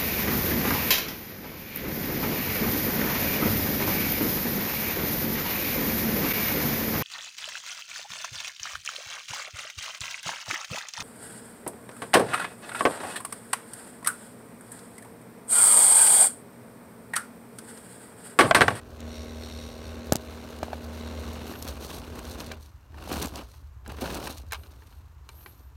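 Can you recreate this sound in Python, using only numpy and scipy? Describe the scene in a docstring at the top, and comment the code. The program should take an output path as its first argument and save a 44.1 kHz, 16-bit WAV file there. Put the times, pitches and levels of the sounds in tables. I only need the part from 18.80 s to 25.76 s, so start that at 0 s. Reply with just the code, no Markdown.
"""Quiet woodland, a slope of soil and dry leaves; the microphone is close to a small electric model truck.
The truck crawls uphill, its gears humming, rattling and rasping with each turn of the shaft. The drive
dies away, then two bursts of wheelspin churn the litter. Twigs snap, blows ring the chassis, the loose
shell clacks and the motor sings thinly at low speed. A low rumble and a far-off hush lie under it all."""
import sys
import numpy as np
from scipy import signal
from scipy.fft import rfft, irfft, next_fast_len
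from scipy.io import wavfile
from scipy.ndimage import map_coordinates

SR = 44100
rng = np.random.default_rng(int(sys.argv[2]) if len(sys.argv) > 2 else 0)


def materialize(psi):
    """Save the field psi as 16-bit PCM at rate SR to the path in sys.argv[1].

    A 1-D psi becomes a single channel; in a 2-D psi each row is a channel.
    """
    bounded = np.clip(np.atleast_2d(psi).T, -1, 1)
    quanta = np.round(bounded * 32767).astype(np.int16)
    wavfile.write(sys.argv[1], SR, quanta)


N = 306923


def from_db(db):
    """Decibels to gain."""
    return 10 ** (np.asarray(db) / 20)


def rms_one(x):
    """Scale to unit rms."""
    return x / np.sqrt(np.mean(x ** 2) + 1e-20)


def in_time(rows):
    """Join (time, value) points by straight lines."""
    return np.interp(np.arange(N) / SR, *np.transpose(rows))


def swell(start, length, rise_s, fall_s):
    """Exponential attack up to the start, a hold, then an exponential release."""
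    t = np.arange(N) / SR - start
    log_gain = np.minimum(t / rise_s, 0) - np.maximum(t - length, 0) / fall_s
    return np.exp(np.maximum(log_gain, -40))


def coloured(x, spectrum):
    """Give x a spectrum, with minimum phase so that nothing sounds early; rms 1."""
    size = next_fast_len(N + 8192, real=True)
    hz, db = np.transpose(spectrum)
    log_hz = np.log(np.arange(size // 2 + 1) * SR / size + 1)
    skirt_db = 24 * np.minimum(log_hz - np.log(hz[0]), 0)
    gain = from_db(np.interp(log_hz, np.log(hz), db) + skirt_db)
    cepstrum = irfft(np.log(gain), size)
    cepstrum[size // 2:] = 0
    return rms_one(irfft(rfft(x, size) * np.exp(2 * rfft(cepstrum)), size)[:N])


def noise():
    """White noise."""
    return rng.standard_normal(N)


def drift(rate_hz):
    """A smooth random wander with spread 1."""
    r = np.exp(-80 * np.pi * rate_hz / SR)
    slow = signal.lfilter([1], [1, -2 * r, r * r], rng.standard_normal(N // 40 + 2002))[2000:]
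    return np.interp(np.arange(N) / 40, np.arange(len(slow)), rms_one(slow))


def ring(times, levels_db, hz, t60):
    """Each blow sets a decaying sine ringing."""
    blows = np.zeros(N)
    blows[np.round(times * SR).astype(int)] = from_db(levels_db)
    r, w = from_db(-60 / (t60 * SR)), 2 * np.pi * hz / SR
    return signal.lfilter([0, np.sin(w)], [1, -2 * r * np.cos(w), r * r], blows + 1e-18)


def resonance(x, hz, width_hz, passes=1):
    """Two-pole band-pass with gain 1 on top; more passes steepen its sides."""
    r = np.exp(-np.pi * width_hz / SR)
    feedback = [1, -2 * r * np.cos(2 * np.pi * hz / SR), r * r]
    for _ in range(passes):
        x = signal.lfilter(np.array([1, 0, -1]) * (1 - r * r) / 2, feedback, x + 1e-18)
    return x


# low rumble of the place: (t/s, level/dB)
RUMBLE_LEVEL = [(0, -44), (.3, -45.5), (1.0, -46), (1.5, -50), (2.3, -47), (3.0, -43.5), (3.7, -42),
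                (3.95, -47), (4.4, -40.5), (4.8, -46), (5.3, -42.5), (5.9, -47), (6.96, -48.5)]
# spectra of the rumble and of the distant air: (f/Hz, level/dB)
RUMBLE_SPECTRUM = [(20, -22), (32, -21.5), (48, -10.5), (62, 0), (78, 3.5), (90, -14), (105, -6.5),
                   (160, -24), (300, -77.5)]
AIR_SPECTRUM = [(80, 23), (150, 2), (250, -2.5), (450, -17), (700, -4.5), (1000, 6), (1500, -0.5),
                (2100, -6.5), (4000, -17), (7000, -14), (10400, -23.5), (12500, -13.5), (16000, -23)]

def woodland(air_db=-61):
    """All around the microphone, a low rumble swells and sinks under a faint far-off hush."""
    rumble = from_db(in_time(RUMBLE_LEVEL)) * coloured(noise(), RUMBLE_SPECTRUM)
    return rumble + from_db(air_db) * coloured(noise(), AIR_SPECTRUM)


def crawl(rows, turnover_s=.025):
    """Time away from the motor's top speed, rounded at the turn, and the gain at each resonance."""
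    swells = np.array([swell(s, length, rise_s=.025, fall_s=.03) for s, length, *_ in rows])
    _, _, top_s, *levels_db = np.transpose(rows)
    from_top_s = np.arange(N) / SR - top_s[swells.argmax(axis=0)]
    away_s = np.hypot(from_top_s, turnover_s) - turnover_s
    return np.minimum(away_s, .3), from_db(levels_db) @ swells


# the motor's lower and upper resonance: (f/Hz, width/Hz, gain of the clear tone)
MOTOR_MODES = [(9050, 1100, .3), (12250, 1700, 1.0)]
# motor whistles: (t/s, length/s, top speed at t/s, lower level/dB, upper level/dB)
MOTOR_WHISTLES = [(2.675, 0.17, 2.85, -73, -55), (5.78, 0.092, 5.66, -69, -68), (6.0, 0.187, 5.9, -80, -74),
                  (6.52, 0.09, 6.583, -71, -70), (6.69, 0.072, 6.583, -82, -67),
                  (6.8, 0.07, 6.583, -82, -69.5)]

def whistles(sag_per_s=.07, waver=.007, hiss_gain=.9):
    """At a steady crawl each resonance hisses around a thin tone that flattens away from top speed."""
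    away_s, gains = crawl(MOTOR_WHISTLES)
    out = 0
    for gain, (hz, width, tone_gain) in zip(gains, MOTOR_MODES):
        pitch = hz * (1 - sag_per_s * away_s + waver * drift(90))
        tone = rms_one(np.cos(2 * np.pi * np.cumsum(pitch) / SR) * from_db(3 * drift(60)))
        hiss = rms_one(resonance(noise(), hz, width, passes=2))
        out += gain * rms_one(tone_gain * tone + hiss_gain * hiss)
    return out


# motor squeaks: (t/s, length/s, top speed at t/s, lower level/dB, upper level/dB)
MOTOR_SQUEAKS = [(5.795, .03, 5.8, -70, -69), (6.568, .13, 6.583, -79, -62)]

def squeaks(top_hz=795, octaves_per_s=2.6, jitter=.003, weak=.25, hiss_gain=1.2, width_hz=3000):
    """The motor speeds up and slows again, so commutation partials arch through its resonances."""
    away_s, gains = crawl(MOTOR_SQUEAKS)
    commutation_hz = top_hz * 2 ** (-octaves_per_s * away_s) * (1 + jitter * drift(67))
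    angle = 2 * np.pi * np.cumsum(commutation_hz) / SR
    # multiples of two and three are the strong partials
    partials = [(weak if k % 2 and k % 3 else 1) * np.cos(k * angle) for k in (11, 15, 16, 17, 18, 19)]
    pulses = rms_one(sum(partials))
    return sum(gain * rms_one(resonance(pulses + hiss_gain * noise(), hz, width_hz, passes=2))
               for gain, (hz, *_) in zip(gains, MOTOR_MODES))


# modes of the plastic shell: (f/Hz, level/dB, t60/s)
SHELL_MODES = [(435, -12.5, 0.069), (867, -8, 0.084), (1007, -5, 0.037), (1560, -2.5, 0.037),
               (1770, 1.5, 0.019), (2355, -6, 0.054), (2930, -6, 0.026), (3370, -10.5, 0.021),
               (4184, -6.5, 0.027), (5160, -9, 0.0099), (6230, -15, 0.016)]
# shell hits: (t/s, level/dB, brightness/dB per octave)
SHELL_HITS = [(1.327, -22.5, -5), (1.8308, -25.5, 6), (1.931, -27.5, -2), (2.737, -31.5, -1.5),
              (3.603, -40, 18.5), (3.716, -25.5, 1), (4.143, -39, -8), (4.587, -30, 4), (4.739, -44, -5.5),
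              (5.062, -33.5, -1), (5.100, -32.5, 4), (5.189, -36, -8), (5.471, -22.5, -4.5),
              (5.711, -37, 8), (5.7219, -19, 1), (5.7312, -20, 4), (5.745, -24, 3), (5.751, -33, 3),
              (5.835, -39, 5.5), (6.021, -40.5, -6), (6.125, -42, 2), (6.490, -31, 3), (6.661, -31, -3.5)]
# spectrum of gritty contact, for both shell and tyres: (f/Hz, level/dB)
GRIT_SPECTRUM = [(450, -13), (950, 2.5), (1500, 1.5), (2000, -7), (2800, -1.5), (3300, -8), (4100, -8),
                 (5000, -11), (7000, -18.5), (14000, -22)]

def clacks(ring_db=-11, chatter_db=-15, chatter_s=.0095, pitch_spread=.058):
    """The loose shell hits its posts: each spot rings the modes its own way, and the contact chatters."""
    out, t = np.zeros(N), np.arange(4096) / SR
    hz, mode_db, t60 = np.transpose(SHELL_MODES)[:, :, None]
    grit = coloured(noise(), GRIT_SPECTRUM)
    for s, db, tilt in SHELL_HITS:
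        span = slice(round(s * SR), round(s * SR) + len(t))
        strength, detune, side = rng.standard_normal((3, len(SHELL_MODES), 1))
        level_db = mode_db + tilt * np.log2(hz / 2000) + 2 * strength - 60 * t / t60
        sines = np.sign(side) * np.sin(2 * np.pi * hz * (1 + pitch_spread * detune) * t)
        ringing = np.sum(from_db(ring_db + level_db) * sines, axis=0)
        chatter = from_db(chatter_db) * np.exp(-t / chatter_s) * grit[span]
        out[span] += from_db(db) * (ringing + chatter)
    return out


# modes of the chassis and of the suspension: (f/Hz, level/dB, t60/s)
CHASSIS_MODES = [(486, -10.5, 0.025), (597, 3, 0.013), (840, -6, 0.017), (1220, -9.5, 0.011),
                 (1605, -16, 0.0082), (2460, -22.5, 0.0069), (3430, -27.5, 0.028), (4240, -27, 0.017)]
SUSPENSION_MODES = [(140, -2.5, 0.013), (223, -1, 0.015)]
# blows on the chassis, the last three rows soft thuds in the soil played the same way: (t/s, knock level/dB,
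# thump level/dB, pitch ratio of the struck spot)
CHASSIS_BLOWS = [(1.3212, -8, -6, 0.98), (1.3535, -19, -15.5, 1.07), (1.8295, -16, -22.5, 1.11),
                 (1.882, -28, -45, 1.05), (1.9308, -19.5, -41, 1.13), (5.781, -58, -61, 1.0),
                 (5.929, -46, -68, 1.0), (6.657, -60, -52, 0.69)]

def knocks(jolt_s=.00196, lowest_hz=95):
    """A dull blow rings the chassis and jolts the suspension an instant later."""
    times, knock_db, thump_db, spot_ratios = np.transpose(CHASSIS_BLOWS)
    knock = 0
    for s, blow_db, ratio in zip(times, knock_db, spot_ratios):
        for k, (hz, db, t60) in enumerate(CHASSIS_MODES):
            pitch = hz * ratio if k < 3 else hz   # the lowest modes shift with the struck spot
            knock += (-1) ** k * ring(s, blow_db + db, pitch, t60)
    thump = sum(ring(times + jolt_s, thump_db + db, hz, t60) for hz, db, t60 in SUSPENSION_MODES)
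    # the knocks carry no deep bass
    return signal.sosfilt(signal.butter(2, lowest_hz, "high", fs=SR, output="sos"), knock - thump)


# twigs breaking close by: (t/s, level/dB, centre f/Hz, splintering/dB relative to the crack)
TWIG_BREAKS = [(0.205, -21.5, 4000, -6), (1.3236, 4, 6240, -33), (1.3333, -5, 11000, -27),
               (1.3568, -1.5, 6150, -33), (1.3665, -12, 5900, -23), (1.8322, -19, 5860, -9),
               (2.825, -10.5, 6200, -14), (3.392, -18.5, 7000, -8), (3.4514, -22, 5000, -12),
               (3.603, -18, 5000, -10), (3.643, -25, 4000, -6), (3.7191, -16.5, 4470, -17),
               (4.32, -21, 7000, -6), (4.34, -19, 7000, -6), (4.458, -11, 7550, -16),
               (4.471, -17, 7500, -12), (4.5579, -12.5, 4200, -8), (5.078, -21, 9100, -10),
               (5.1202, -24.5, 8000, -8), (5.21, -18, 11000, -6), (5.3448, -13.5, 7040, -6),
               (5.350, -17, 10000, -6), (5.525, -21, 4800, -8), (5.5816, -20.5, 6000, -16),
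               (5.7220, -9, 8060, -2), (5.733, -11.5, 8400, -5), (6.491, -25, 8000, -6)]

def snaps(splinter_s=.0021, width_hz=6000, gain_db=-1, hollow=.45):
    """Each twig gives one sharp crack and a brief splintering; the treble is slightly hollow."""
    out, t = np.zeros(N), np.arange(1024) / SR
    splinters = noise()
    for s, db, hz, splinter_db in TWIG_BREAKS:
        span = slice(round(s * SR), round(s * SR) + len(t))
        burst = (t == 0) + from_db(splinter_db) * splinters[span] * np.exp(-t / splinter_s)
        crack = resonance(burst, hz, width_hz)
        out[span] -= from_db(db + gain_db) * crack / np.linalg.norm(crack)
    return out - hollow * resonance(out, hz=9800, width_hz=2200)


def crunch(per_s, spread_db, grain_s, clump_db, bed_db):
    """Tiny fractures of uneven size, each a short burst, over a bed of rubbing; clump_db bunches them."""
    born = rng.random(N) < per_s / SR
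    sizes = from_db(spread_db * np.minimum(rng.exponential(1, N), 4))
    power = signal.lfilter([1], [1, -np.exp(-2 / (grain_s * SR))], born * sizes ** 2 + 1e-18)
    envelope = np.sqrt(power / power.mean() + from_db(bed_db) ** 2)
    return noise() * envelope * from_db(clump_db * drift(40))


# tyres rolling over the litter: (t/s, level/dB)
ROLLING_LEVEL = [(0, -57.5), (1.2, -53.5), (1.9, -51), (2.6, -47.5), (2.85, -49.5), (3.7, -51.5),
                 (3.8, -64), (4.0, -69.5), (4.72, -64.5), (4.95, -72.5), (5.8, -60.5), (6.38, -71.5),
                 (6.65, -64), (6.95, -71.5)]
# a tyre slips and digs in, or spins: (t/s, length/s, level/dB, leaves/dB relative to it)
TYRE_SLIPS = [(2.7, 0.014, -45.5, -9), (2.88, 0.019, -44, -1), (3.034, 0.023, -46, -2),
              (3.099, 0.07, -48.5, -1.5), (3.348, 0.045, -49, -9), (3.46, 0.07, -51, -1),
              (3.603, 0.0054, -41, -7.5), (3.724, 0.013, -54, -24), (3.814, 0.06, -71.5, 10.5),
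              (4.198, 0.16, -49, -13), (4.311, 0.059, -36.5, -6.5), (4.423, 0.026, -38, -3.5),
              (4.553, 0.051, -43.5, -11), (4.692, 0.08, -77, 13.5), (5.103, 0.02, -45.5, -19),
              (5.224, 0.055, -38, -6.5), (5.318, 0.051, -38, -9), (5.419, 0.076, -42, -7),
              (5.545, 0.031, -56, 4), (5.835, 0.25, -75, 3), (6.065, 0.11, -74.5, 2),
              (6.516, 0.28, -74, 4.5)]

def tread(rolling_leaves_db=-10, inertia=.15):
    """How hard the tyres work the ground and the leaves on it: steady rolling plus slips."""
    rolling = from_db(in_time(ROLLING_LEVEL))
    ground_power, litter_power = rolling ** 2, (rolling * from_db(rolling_leaves_db)) ** 2
    for s, length, db, leaves_db in TYRE_SLIPS:
        lag_s = inertia * length   # a long spin builds and fades more slowly
        slip = from_db(db) * swell(s, length, rise_s=.022 + lag_s, fall_s=.025 + lag_s)
        ground_power += slip ** 2
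        litter_power += (slip * from_db(leaves_db)) ** 2
    return np.sqrt(ground_power), np.sqrt(litter_power)


# spectra of crushed soil and dry leaves: (f/Hz, level/dB)
SOIL_SPECTRUM = [(50, -16), (110, 3.5), (280, 7.5), (480, 2.5), (750, 0.5), (1200, -7), (2500, -50)]
LEAF_SPECTRUM = [(1500, -6), (2800, -3), (4200, 7), (5000, -0.5), (6000, 3.5), (7600, -5.5), (8500, 1),
                 (10400, -5), (12000, 0), (16000, -10)]

def tyres(soil_db=3, grit_db=-2.5, leaves_db=3, digging=.013, firm_db=-50):
    """The tread churns soil, scrapes grit and crumbles leaves; harder work favours soil over grit."""
    ground, litter = tread()
    soil = crunch(per_s=150, spread_db=1.5, grain_s=.0022, clump_db=0, bed_db=-1.5)
    grit = crunch(per_s=300, spread_db=3.5, grain_s=.003, clump_db=1, bed_db=-6)
    leaves = crunch(per_s=1300, spread_db=5, grain_s=.0013, clump_db=3, bed_db=-3.5)
    depth = (ground / from_db(firm_db)) ** digging
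    return (from_db(soil_db) * ground * depth * coloured(soil, SOIL_SPECTRUM)
            + from_db(grit_db) * ground / depth * coloured(grit, GRIT_SPECTRUM)
            + from_db(leaves_db) * litter * coloured(leaves, LEAF_SPECTRUM))


# partials of the drive: (multiple of the shaft rate, level/dB)
SHAFT_ORDERS = [(1, 2), (2, -16), (2.5, -18), (3, -.5), (3.5, -15), (4, -22), (5, -11.5), (6, -13),
                (7, -16.5), (8, -12), (9, -23), (10, -18), (11, -23), (12, -23.5), (13, -21.5), (14, -18),
                (15, -24.5), (16, -25.5), (17, -24.5), (19, -23.5), (20, -25.5)]

def shaft_hum(angle, waver_db=1.5):
    """The shaft hums at multiples of its turning rate, each wavering in level."""
    return rms_one(sum(from_db(db + waver_db * drift(5.7)) * np.cos(k * angle + rng.uniform(0, 2 * np.pi))
                       for k, db in SHAFT_ORDERS))


def tooth_force(angle, idler_angle):
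    """The teeth bite unevenly through each turn, and a slower idler wheel beats against the shaft."""
    idler = rms_one(sum(np.cos(k * idler_angle + rng.uniform(0, 2 * np.pi)) for k in (3, 4, 6, 7, 10)))
    force = np.cos(angle) + .97 * np.cos(2 * angle + 1) + .99 * idler
    return np.tanh(force)   # bounded, so the ticks stay even


def tooth_errors(angle, points):
    """A wheel's uneven teeth give the same rough pattern on every turn."""
    position = angle / (2 * np.pi) * points % points
    return map_coordinates(rng.standard_normal(points), [position], order=3, mode="grid-wrap")


# spectrum of the gearbox rattle: (f/Hz, level/dB)
RATTLE_SPECTRUM = [(90, -42.5), (150, -18.5), (280, 3.5), (430, 6), (620, 3.5), (800, -12), (1100, -19),
                   (1500, -5.5), (2000, -18.5), (3500, -39)]

def gear_rattle(angle, force, idler_errors, repeat_share=.5, bite=.7, backlash=.45):
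    """Loose play and the idler's uneven teeth rattle as they mesh, throbbing on every second turn."""
    play = np.sqrt(1 - repeat_share) * noise() + np.sqrt(repeat_share) * idler_errors
    return coloured(play * np.exp(bite * force + backlash * np.cos(angle / 2)), RATTLE_SPECTRUM)


# spectrum of the gearbox rasp: (f/Hz, level/dB)
RASP_SPECTRUM = [(1200, -24.5), (2100, 8), (2350, 3), (2700, 5.5), (3300, -1), (4100, 6), (4900, -9.5),
                 (5800, -4.5), (6600, -1), (7800, -8.5), (8700, -19), (10300, -24.5), (11900, -16),
                 (16000, -39)]

def gear_rasp(angle, force, shaft_errors, repeat_gain=.31, tick_depth=.8, scatter_db=.7):
    """The teeth rasp with an even tick once a turn; part of their roughness repeats."""
    roughness = noise() + repeat_gain * shaft_errors
    ticks = np.exp(tick_depth * np.tanh(np.cos(angle) + .5 * force))
    return coloured(roughness * ticks * from_db(scatter_db * drift(90)), RASP_SPECTRUM)


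# modes of the scraped gear: (f/Hz, width/Hz, level/dB)
GEAR_RESONANCES = [(3850, 400, 0), (4220, 440, -1.5), (5620, 480, -2.5), (8700, 1200, -11.5),
                   (11700, 1400, -15.5), (13600, 1700, -19)]

def gear_scrape(angle, pulse_depth=.6):
    """A tooth flank scrapes once a turn and rings the gear."""
    scrape = noise() * np.exp(pulse_depth * np.cos(angle) + .1 * drift(50))
    return rms_one(sum(from_db(db) * resonance(scrape, hz, .99 * width, passes=2)
                       for hz, width, db in GEAR_RESONANCES))


# turning rate of the drive shaft: (t/s, f/Hz)
SHAFT_RATE = [(0, 78.6), (1.2, 78.8), (2.0, 78.6), (2.7, 78.3), (3.1, 79.5), (3.6, 80.0), (3.75, 78.4),
              (3.83, 74.0)]
# load on the drive: (t/s, level/dB)
DRIVE_LOAD = [(0, -50), (.18, -49.5), (.22, -42), (.95, -45), (1.14, -42.5), (1.3, -42.5), (1.44, -44),
              (1.95, -46), (2.35, -41), (2.72, -44.5), (2.82, -50), (3.5, -47), (3.72, -43), (3.83, -66)]
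# the gears bind: (t/s, length/s, level/dB, ringing/dB relative to it)
GEAR_STRAINS = [(0.318, 0.086, -52.5, 1), (0.63, 0.22, -53, 1), (1.07, 0.014, -57.5, 0),
                (1.615, 0.017, -62.5, 0), (2.216, 0.072, -52, -6), (2.45, 0.21, -55, -6)]

def drive(hum_db=3, rattle_db=-4.5, rasp_db=-13, strain_rasp_db=-3, wander_db=1.2,
          idler_ratio=30.2 / 78.6, take_up_s=.17, coast_s=.02):
    """Close up, the gear train hums, rattles and rasps with its load, and rings where it binds."""
    shaft_hz = in_time(SHAFT_RATE) * (1 + .002 * drift(20))
    angle = 2 * np.pi * np.cumsum(shaft_hz) / SR
    idler_angle = idler_ratio * angle
    hum = shaft_hum(angle)
    force = tooth_force(angle, idler_angle)
    rattle = gear_rattle(angle, force, tooth_errors(idler_angle, 1024))
    rasp = gear_rasp(angle, force, tooth_errors(angle, 128))
    ringing = gear_scrape(angle)

    stop_s = SHAFT_RATE[-1][0]
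    load = from_db(in_time(DRIVE_LOAD)) * swell(0, stop_s, rise_s=.05, fall_s=coast_s)
    strains = np.array([from_db(db) * swell(s, length, rise_s=.05, fall_s=.16)
                        for s, length, db, _ in GEAR_STRAINS])
    ring_gain = from_db([ring_db for *_, ring_db in GEAR_STRAINS]) @ strains
    # the load makes the teeth rasp only once the slack is taken up
    engaged = load * swell(take_up_s, N / SR, rise_s=.018, fall_s=coast_s)
    rasp_gain = np.hypot(engaged * from_db(rasp_db + wander_db * drift(27)),
                         strains.sum(axis=0) * from_db(strain_rasp_db))
    body = load * (from_db(hum_db) * hum + from_db(rattle_db) * rattle)
    return body + rasp_gain * rasp + ring_gain * ringing


def scene():
    """One microphone close to the truck; the open wood returns no echo."""
    truck = drive() + tyres() + knocks() + snaps() + clacks() + squeaks() + whistles()
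    return (woodland() + truck)[None, :]


def record(dry, cutoff_hz=15900):
    """The top of the microphone's signal is cut steeply."""
    return signal.sosfilt(signal.ellip(10, .2, 80, cutoff_hz, fs=SR, output="sos"), dry)


dry = scene()
out = record(dry)
materialize(out)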